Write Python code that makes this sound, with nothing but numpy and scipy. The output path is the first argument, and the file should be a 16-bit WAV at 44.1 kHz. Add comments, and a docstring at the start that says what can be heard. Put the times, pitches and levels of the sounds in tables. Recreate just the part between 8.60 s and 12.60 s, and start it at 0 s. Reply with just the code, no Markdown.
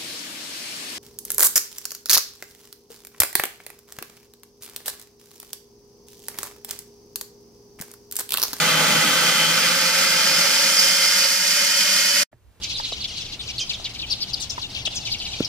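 """On a paved lot, a carbon dioxide fire extinguisher blasts gas through its horn a few metres away. The
swirling gas makes a low roar that fades, while most of the horn's resonances rise and grow stronger. The nozzle
adds a shrill band near 5 kHz, screeches and brief whistles; hard surfaces echo it all. The sound stops
abruptly. After a short silence come a soft bump and quiet air with a little wind."""
import sys
import numpy as np
from scipy import signal
from scipy.fft import rfft, irfft, next_fast_len
from scipy.io import wavfile
from scipy.ndimage import map_coordinates

SR = 44100
rng = np.random.default_rng(int(sys.argv[2]) if len(sys.argv) > 2 else 0)


def persist_wave(psi):
    """Save psi, clipped to +-1, as 16-bit WAV."""
    counts = np.round(np.clip(psi, -1, 1) * 32767).astype(np.int16)
    wavfile.write(sys.argv[1], SR, np.atleast_2d(counts).T)


N = 176400
STOP_S = 3.633  # the sound stops abruptly here


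def amp(db):
    """Turn decibels into a gain."""
    return 10 ** (np.asarray(db) / 20)


def along(points, hz):
    """Read between (pitch_hz, value) points on a log pitch scale."""
    pitches, values = np.transpose(points)
    return np.interp(np.log(hz + 1), np.log(pitches + 1), values)


def clock():
    """The time of each sample in seconds."""
    return np.arange(N) / SR


def level(points):
    """A gain for each sample from (time_s, level_db) points."""
    return amp(np.interp(clock(), *np.transpose(points)))


def bell(distance, width):
    """A smooth hump of height 1 and the given width at half height."""
    return .5 ** ((2 * distance / width) ** 2)


def decay(t, fade_s):
    """A fall of 60 dB in fade_s seconds, silent before t = 0."""
    return (t >= 0) * np.exp(-np.log(1000) * np.maximum(t, 0) / fade_s)


def wobble(per_s):
    """A smooth curve through per_s random values a second."""
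    return map_coordinates(rng.standard_normal(N // 10), [clock() * per_s], mode="wrap")


# How two microphones hear each pitch: pitch_hz, left_minus_right_db, likeness (0 to 1), left_lead_rad
STEREO = [(40, -4.5, .5, 2), (110, -3.5, 0.9, 0.2), (180, 1, 1, -0.12), (381, -4, 0.8, -0.37),
          (586, 0, 0.7, -0.24), (756, 9, 0.08, 0.4), (893, -3.5, 0.23, 0.7), (1300, 0, .85, 0.43),
          (1610, -2.5, 0.8, -0.4), (2050, -2.5, 0.83, -0.56), (2600, -3, 0.4, 0), (3080, 5, 0.2, -.8),
          (3570, 1, 0.4, 1.5), (4600, -5.5, 1, 1.3), (5160, -4.5, 0.7, 1.5), (5700, -2, 0.3, -0.3),
          (6450, 6, 0.2, -2.5), (7600, 3.5, 0.2, 0.9), (8800, -7, 0, -0.2), (10500, -1, 0, -0.034),
          (15000, -2.5, .05, 0)]
def stereo(hz):
    """Balance, likeness and phase lead between left and right at a pitch."""
    return [along(np.array(STEREO)[:, [0, column]], hz) for column in (1, 2, 3)]


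def noise(colour, crackle=0):
    """Steady stereo noise; colour(hz, s), in dB, shapes its tone but not its level."""
    white = rng.standard_normal((2, N))
    white[0] = (white[0] + crackle) / np.sqrt(1 + np.mean(np.square(crackle)))
    frames = dict(nperseg=4096, noverlap=3072)
    hz, s, (common, apart) = signal.stft(white, SR, **frames)
    hz = hz[:, None]
    gain = amp(colour(hz, s))
    gain /= np.sqrt(np.mean(gain ** 2, axis=0))
    pan_db, likeness, lead = stereo(hz)
    turn = np.arccos(np.clip(likeness, 0, 1)) / 2
    mid, side = np.cos(turn) * common, np.sin(turn) * apart
    left = amp(pan_db / 2) * np.exp(1j * lead / 2)
    pair = np.array([(mid + side) * left, (mid - side) / left])
    mono_level = np.hypot(np.cos(turn) * abs(left + 1 / left), np.sin(turn) * abs(left - 1 / left)) / 2
    return signal.istft(pair * gain / mono_level, SR, **frames)[1][:, :N]


# Loudness of the outdoor air and of the wind: time_s, level_db
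AIR_LEVEL = [(3.72, -67), (3.8, -67), (3.92, -63), (4.0, -60)]
WIND_LEVEL = [(3.72, -61), (3.75, -59), (3.775, -65), (3.82, -60.5), (3.86, -55), (3.9, -55), (3.95, -64),
              (4.0, -66)]
# Tone of each: pitch_hz, relative_db
AIR_TONE = [(88, -30), (150, -5), (409, -6), (818, -11), (1030, -14), (1490, -14.5), (4210, -22.5),
            (14200, -29), (15000, -22)]
WIND_TONE = [(25, -14), (55, 7), (110, 3), (170, -18), (300, -14), (900, -60)]
def air_and_wind(start_s=3.715, fade_in_s=.006):
    """Faint outdoor air, with wind rumbling on the microphones."""
    air = level(AIR_LEVEL) * noise(lambda hz, s: along(AIR_TONE, hz))
    wind = level(WIND_LEVEL) * noise(lambda hz, s: along(WIND_TONE, hz))
    return (air + wind) * np.clip((clock() - start_s) / fade_in_s, 0, 1)


# Tone of the bump: pitch_hz, relative_db
BUMP_TONE = [(60, -8), (200, 2), (600, 6), (1100, -8), (1900, -3), (2700, -26), (5000, -42), (10000, -48)]
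def bump(start_s=3.729, thud_s=3.743, thud_hz=122):
    """A hand bumps the case that holds the microphones, and it answers with a low thud."""
    knock = amp(-47) * decay(clock() - start_s, fade_s=.053) * noise(lambda hz, s: along(BUMP_TONE, hz))
    t = clock() - thud_s
    thud = amp(-45) * decay(t, fade_s=.1) * np.sin(2 * np.pi * thud_hz * t)
    return knock + thud


# Echoes off parked vehicles and the ground: left_delay_s, right_delay_s, relative_db
ECHOES = [(.0061, 0.0053, -18.5), (.0098, 0.0078, -25), (0.019, 0.02, -16.5), (0.0187, 0.023, -15),
          (.0243, 0.018, -22), (0.033, 0.042, -23)]
def add_echoes(sound):
    """Hard surfaces send back weak, late copies of the sound."""
    total = sound.copy()
    for *delays, db in ECHOES:
        for side, delay_s in enumerate(delays):
            total[side] += amp(db) * np.roll(sound[side], round(delay_s * SR))
    return total


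# Loudness of the nozzle's ring: time_s, level_db
RING_LEVEL = [(0, -38), (.16, -33.5), (.55, -31), (.72, -29), (.86, -28), (.98, -34), (1.4, -45),
              (1.57, -31.5), (1.75, -42), (2.05, -34), (2.4, -30), (2.6, -39.5), (3.0, -41.5), (3.2, -31),
              (3.4, -37.5), (3.6, -42.5)]
# Its tone: pitch_hz, relative_db
RING_TONE = [(2400, -44), (2900, -16.5), (3050, 1), (3220, 1), (3400, -9), (3750, -19), (4400, -45.5)]
def ring():
    """The nozzle rings raggedly near 3.1 kHz."""
    return level(RING_LEVEL) * noise(lambda hz, s: along(RING_TONE, hz))


# Rough screeches: peak_s, length_s, pitch_hz, width_hz, level_db
SCREECHES = [(1.52, .22, 4980, 330, -32), (1.75, .12, 5050, 280, -30), (2.24, .2, 5100, 450, -27),
             (2.42, .4, 2100, 100, -32)]
def screeches():
    """Narrow bands of noise swell for a moment at the nozzle's resonances."""
    total = 0
    for peak_s, length_s, pitch_hz, width_hz, db in SCREECHES:
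        band = noise(lambda hz, s: -20 * np.log10(1 + (2 * (hz - pitch_hz) / width_hz) ** 2))
        total += amp(db) * bell(clock() - peak_s, length_s) * band
    return total


def ragged_tone(hz, jitter_hz=48, flutter_db=2.8, wobbles_per_s=400):
    """A stereo tone that trembles in pitch and strength."""
    phase = 2 * np.pi * np.cumsum(hz + jitter_hz * wobble(wobbles_per_s)) / SR
    pan_db, _, lead = stereo(hz)
    pair = np.array([amp(side * pan_db) * np.sin(phase + side * lead) for side in (.5, -.5)])
    pair *= amp(flutter_db * wobble(wobbles_per_s))
    return pair / pair.mean(axis=0).std()


# Brief whistles: peak_s, length_s, pitch_hz, glide_hz_per_s, level_db
WHISTLES = [(.175, 0.057, 3070, -1200, -32), (.825, .09, 3040, -900, -28.5), (1.73, .06, 5100, 900, -29),
            (2.155, 0.032, 5097, -2000, -24), (2.195, .06, 4860, 0.5, -21), (2.242, .06, 5190, -900, -23.5),
            (2.302, 0.026, 4985, 3998.5, -23.5), (2.359, 0.022, 5340, 4000, -26),
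            (2.482, 0.037, 4950, 6498.5, -27.5)]
def whistles():
    """The nozzle locks onto one gliding pitch for a moment, then hops to the next."""
    t = clock()
    peak_s, length_s, hz, glide, db = np.transpose(WHISTLES)
    gains = amp(db)[:, None] * bell(t - peak_s[:, None], length_s[:, None])
    loudest = gains.argmax(axis=0)
    from_peak_s = np.clip(t - peak_s[loudest], -length_s[loudest], length_s[loudest])
    return gains.max(axis=0) * ragged_tone(hz[loudest] + glide[loudest] * from_peak_s)


# Pitches the horn and nozzle favour: start_hz, end_hz, width_hz, start_boost_db, end_boost_db
RESONANCES = [(159.4, 195, 19, 15, 12), (504, 574.5, 62, 7, 18), (848, 939, 57, 6.5, 16),
              (1213, 1310, 210, 10.5, 0.5), (1366, 1438, 70, 5.5, 7), (1484, 1695, 100.3, 6, 3),
              (1740, 1895, 59, 1, 12), (2004, 2143, 115, 6, 6), (2420, 2490, 190, 3.5, 9),
              (3040, 3020, 190, -0.5, 9.5), (4540, 4630, 140, 1, 4), (5742, 5710, 86, 2.5, 7.5),
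              (9450, 9400, 220, 3, 0.5), (14900, 14900, 330, 8, -6)]
def horn(hz, s):
    """The boost in dB from resonances that drift and change strength during the blast."""
    progress = np.clip(s / STOP_S, 0, 1)
    late = progress ** 1.33  # strength changes faster near the end
    return sum((db0 + (db1 - db0) * late) * bell(hz - hz0 - (hz1 - hz0) * progress, width)
               for hz0, hz1, width, db0, db1 in RESONANCES)


def shocks(per_s=330, strength=.18):
    """Small shocks in the jet crackle as sharp spikes of uneven size."""
    spikes = (rng.random(N) < per_s / SR) * (1 + rng.random(N))
    return strength * spikes / spikes.std()


def jet_band(tone, levels, crackle=0, *, swirl_db, swirls_per_s):
    """One band of the jet's noise, coloured by the horn and shaken by its own swirls."""
    band = noise(lambda hz, s: along(tone, hz) + horn(hz, s), crackle)
    return band * level(levels) * amp(swirl_db * wobble(swirls_per_s))


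# Loudness of the horn's drone (100-350 Hz) and the jet's roar (350-1050 Hz): time_s, relative_db
DRONE_LEVEL = [(0, -35), (.25, -30), (.8, -36), (1.2, -37.5), (1.6, -37.5), (2.1, -40), (2.7, -45),
               (3.1, -45.5), (3.6, -42)]
ROAR_LEVEL = [(0, -31.5), (.22, -28), (.85, -33.5), (1.501, -33), (2.2, -34), (2.8, -38.5), (3.602, -38)]
# Tone of each: pitch_hz, relative_db
DRONE_TONE = [(25, -45), (45, -33.5), (62, -26), (80, -20), (110, -11), (160, -2.5), (215, 1.5),
              (315, -1.5), (370, -10.5), (520, -34), (1200, -70.5)]
ROAR_TONE = [(120, -51), (280, -16), (385, -9.5), (470, -4.5), (630, 0.5), (725, -10), (790, -2),
             (1050, -6.5), (1400, -23), (3000, -73.5)]
def low_roar():
    """The gas drones and roars through the horn, loudest near the start."""
    drone = amp(-.4) * jet_band(DRONE_TONE, DRONE_LEVEL, swirl_db=1.6, swirls_per_s=40)
    roar = amp(-.5) * jet_band(ROAR_TONE, ROAR_LEVEL, swirl_db=.5, swirls_per_s=30)
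    return drone + roar


# Loudness of the rush (1-4 kHz), shrill band (near 5 kHz) and fine hiss above: time_s, relative_db
RUSH_LEVEL = [(0, -20.5), (.35, -20), (.85, -21), (1.0, -21), (1.351, -21), (1.5, -20.5), (1.7, -21.5),
              (2.05, -22.5), (2.3, -22.5), (2.5, -23), (2.749, -24.5), (3.05, -23.5), (3.6, -23.5)]
SHRILL_LEVEL = [(0, -28.5), (.6, -26.5), (1.1, -25), (1.499, -23), (1.75, -22.5), (2.05, -21.5),
                (2.251, -21), (2.601, -21), (3.0, -22.5), (3.349, -21.5), (3.6, -22)]
HISS_LEVEL = [(0, -28), (.5, -27), (.8, -27), (1.0, -28), (1.5, -26), (1.7, -27), (2.0, -25.5), (2.22, -24),
              (2.399, -25.5), (2.7, -25.5), (3.6, -25.5)]
# Tone of each: pitch_hz, relative_db
RUSH_TONE = [(600, -57), (1000, -18), (1200, -7), (1500, 0), (1780, -2.5), (2100, 0.5), (2300, -2),
             (2550, -2.5), (2750, -2.5), (3400, -2.5), (3850, -7), (4200, -3.5), (4600, -11.5), (6000, -48)]
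SHRILL_TONE = [(2800, -45.5), (3500, -14), (3900, -13), (4200, -6), (4550, -1.5), (5050, 1), (5400, -1),
               (5800, -5.5), (6300, -22.5), (8000, -53)]
HISS_TONE = [(4000, -30), (5600, -7), (6200, 0.5), (7000, -2), (7800, -5.5), (8800, -5.5), (9450, -5.5),
             (10100, -10), (10900, -10), (11500, -7), (12800, -12), (13900, -12.5), (14900, -10.5),
             (15400, -15)]
def spray(crackle):
    """The escaping gas rushes, shrills and hisses, with the same crackle in all three bands."""
    rush = amp(-1.5) * jet_band(RUSH_TONE, RUSH_LEVEL, crackle, swirl_db=.57, swirls_per_s=30)
    shrill = amp(-1.73) * jet_band(SHRILL_TONE, SHRILL_LEVEL, crackle, swirl_db=.66, swirls_per_s=90)
    hiss = amp(-.42) * jet_band(HISS_TONE, HISS_LEVEL, crackle, swirl_db=.5, swirls_per_s=80)
    return rush + shrill + hiss


def extinguisher(sputter_db=.5, churn_db=.38, flutter_db=.4):
    """The whole jet churns and its high sounds sputter; then the sound stops abruptly, leaving a short tail."""
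    crackle = shocks()
    lows = low_roar()
    highs = spray(crackle) + ring() + screeches() + whistles()
    highs *= amp(sputter_db * wobble(per_s=600))
    turbulence = amp(churn_db * wobble(per_s=19) + flutter_db * wobble(per_s=65))
    since_stop_s = np.maximum(clock() - STOP_S, 0)
    gate = decay(since_stop_s, fade_s=.0072)
    tail = amp(-14.5) * decay(since_stop_s, fade_s=.036)
    return add_echoes((lows + highs) * turbulence) * np.maximum(gate, tail)


def scene():
    """The blast, then the quiet lot and a bump."""
    return extinguisher() + air_and_wind() + bump()


def record(dry, top_hz=15350, slope_hz=200):
    """Cut away the very highest treble."""
    size = next_fast_len(N + SR)
    keep = np.clip((top_hz - np.fft.rfftfreq(size, 1 / SR)) / slope_hz, 0, 1)
    return irfft(rfft(dry, size) * keep, size)[:, :N]


dry = scene()
out = record(dry)
persist_wave(out)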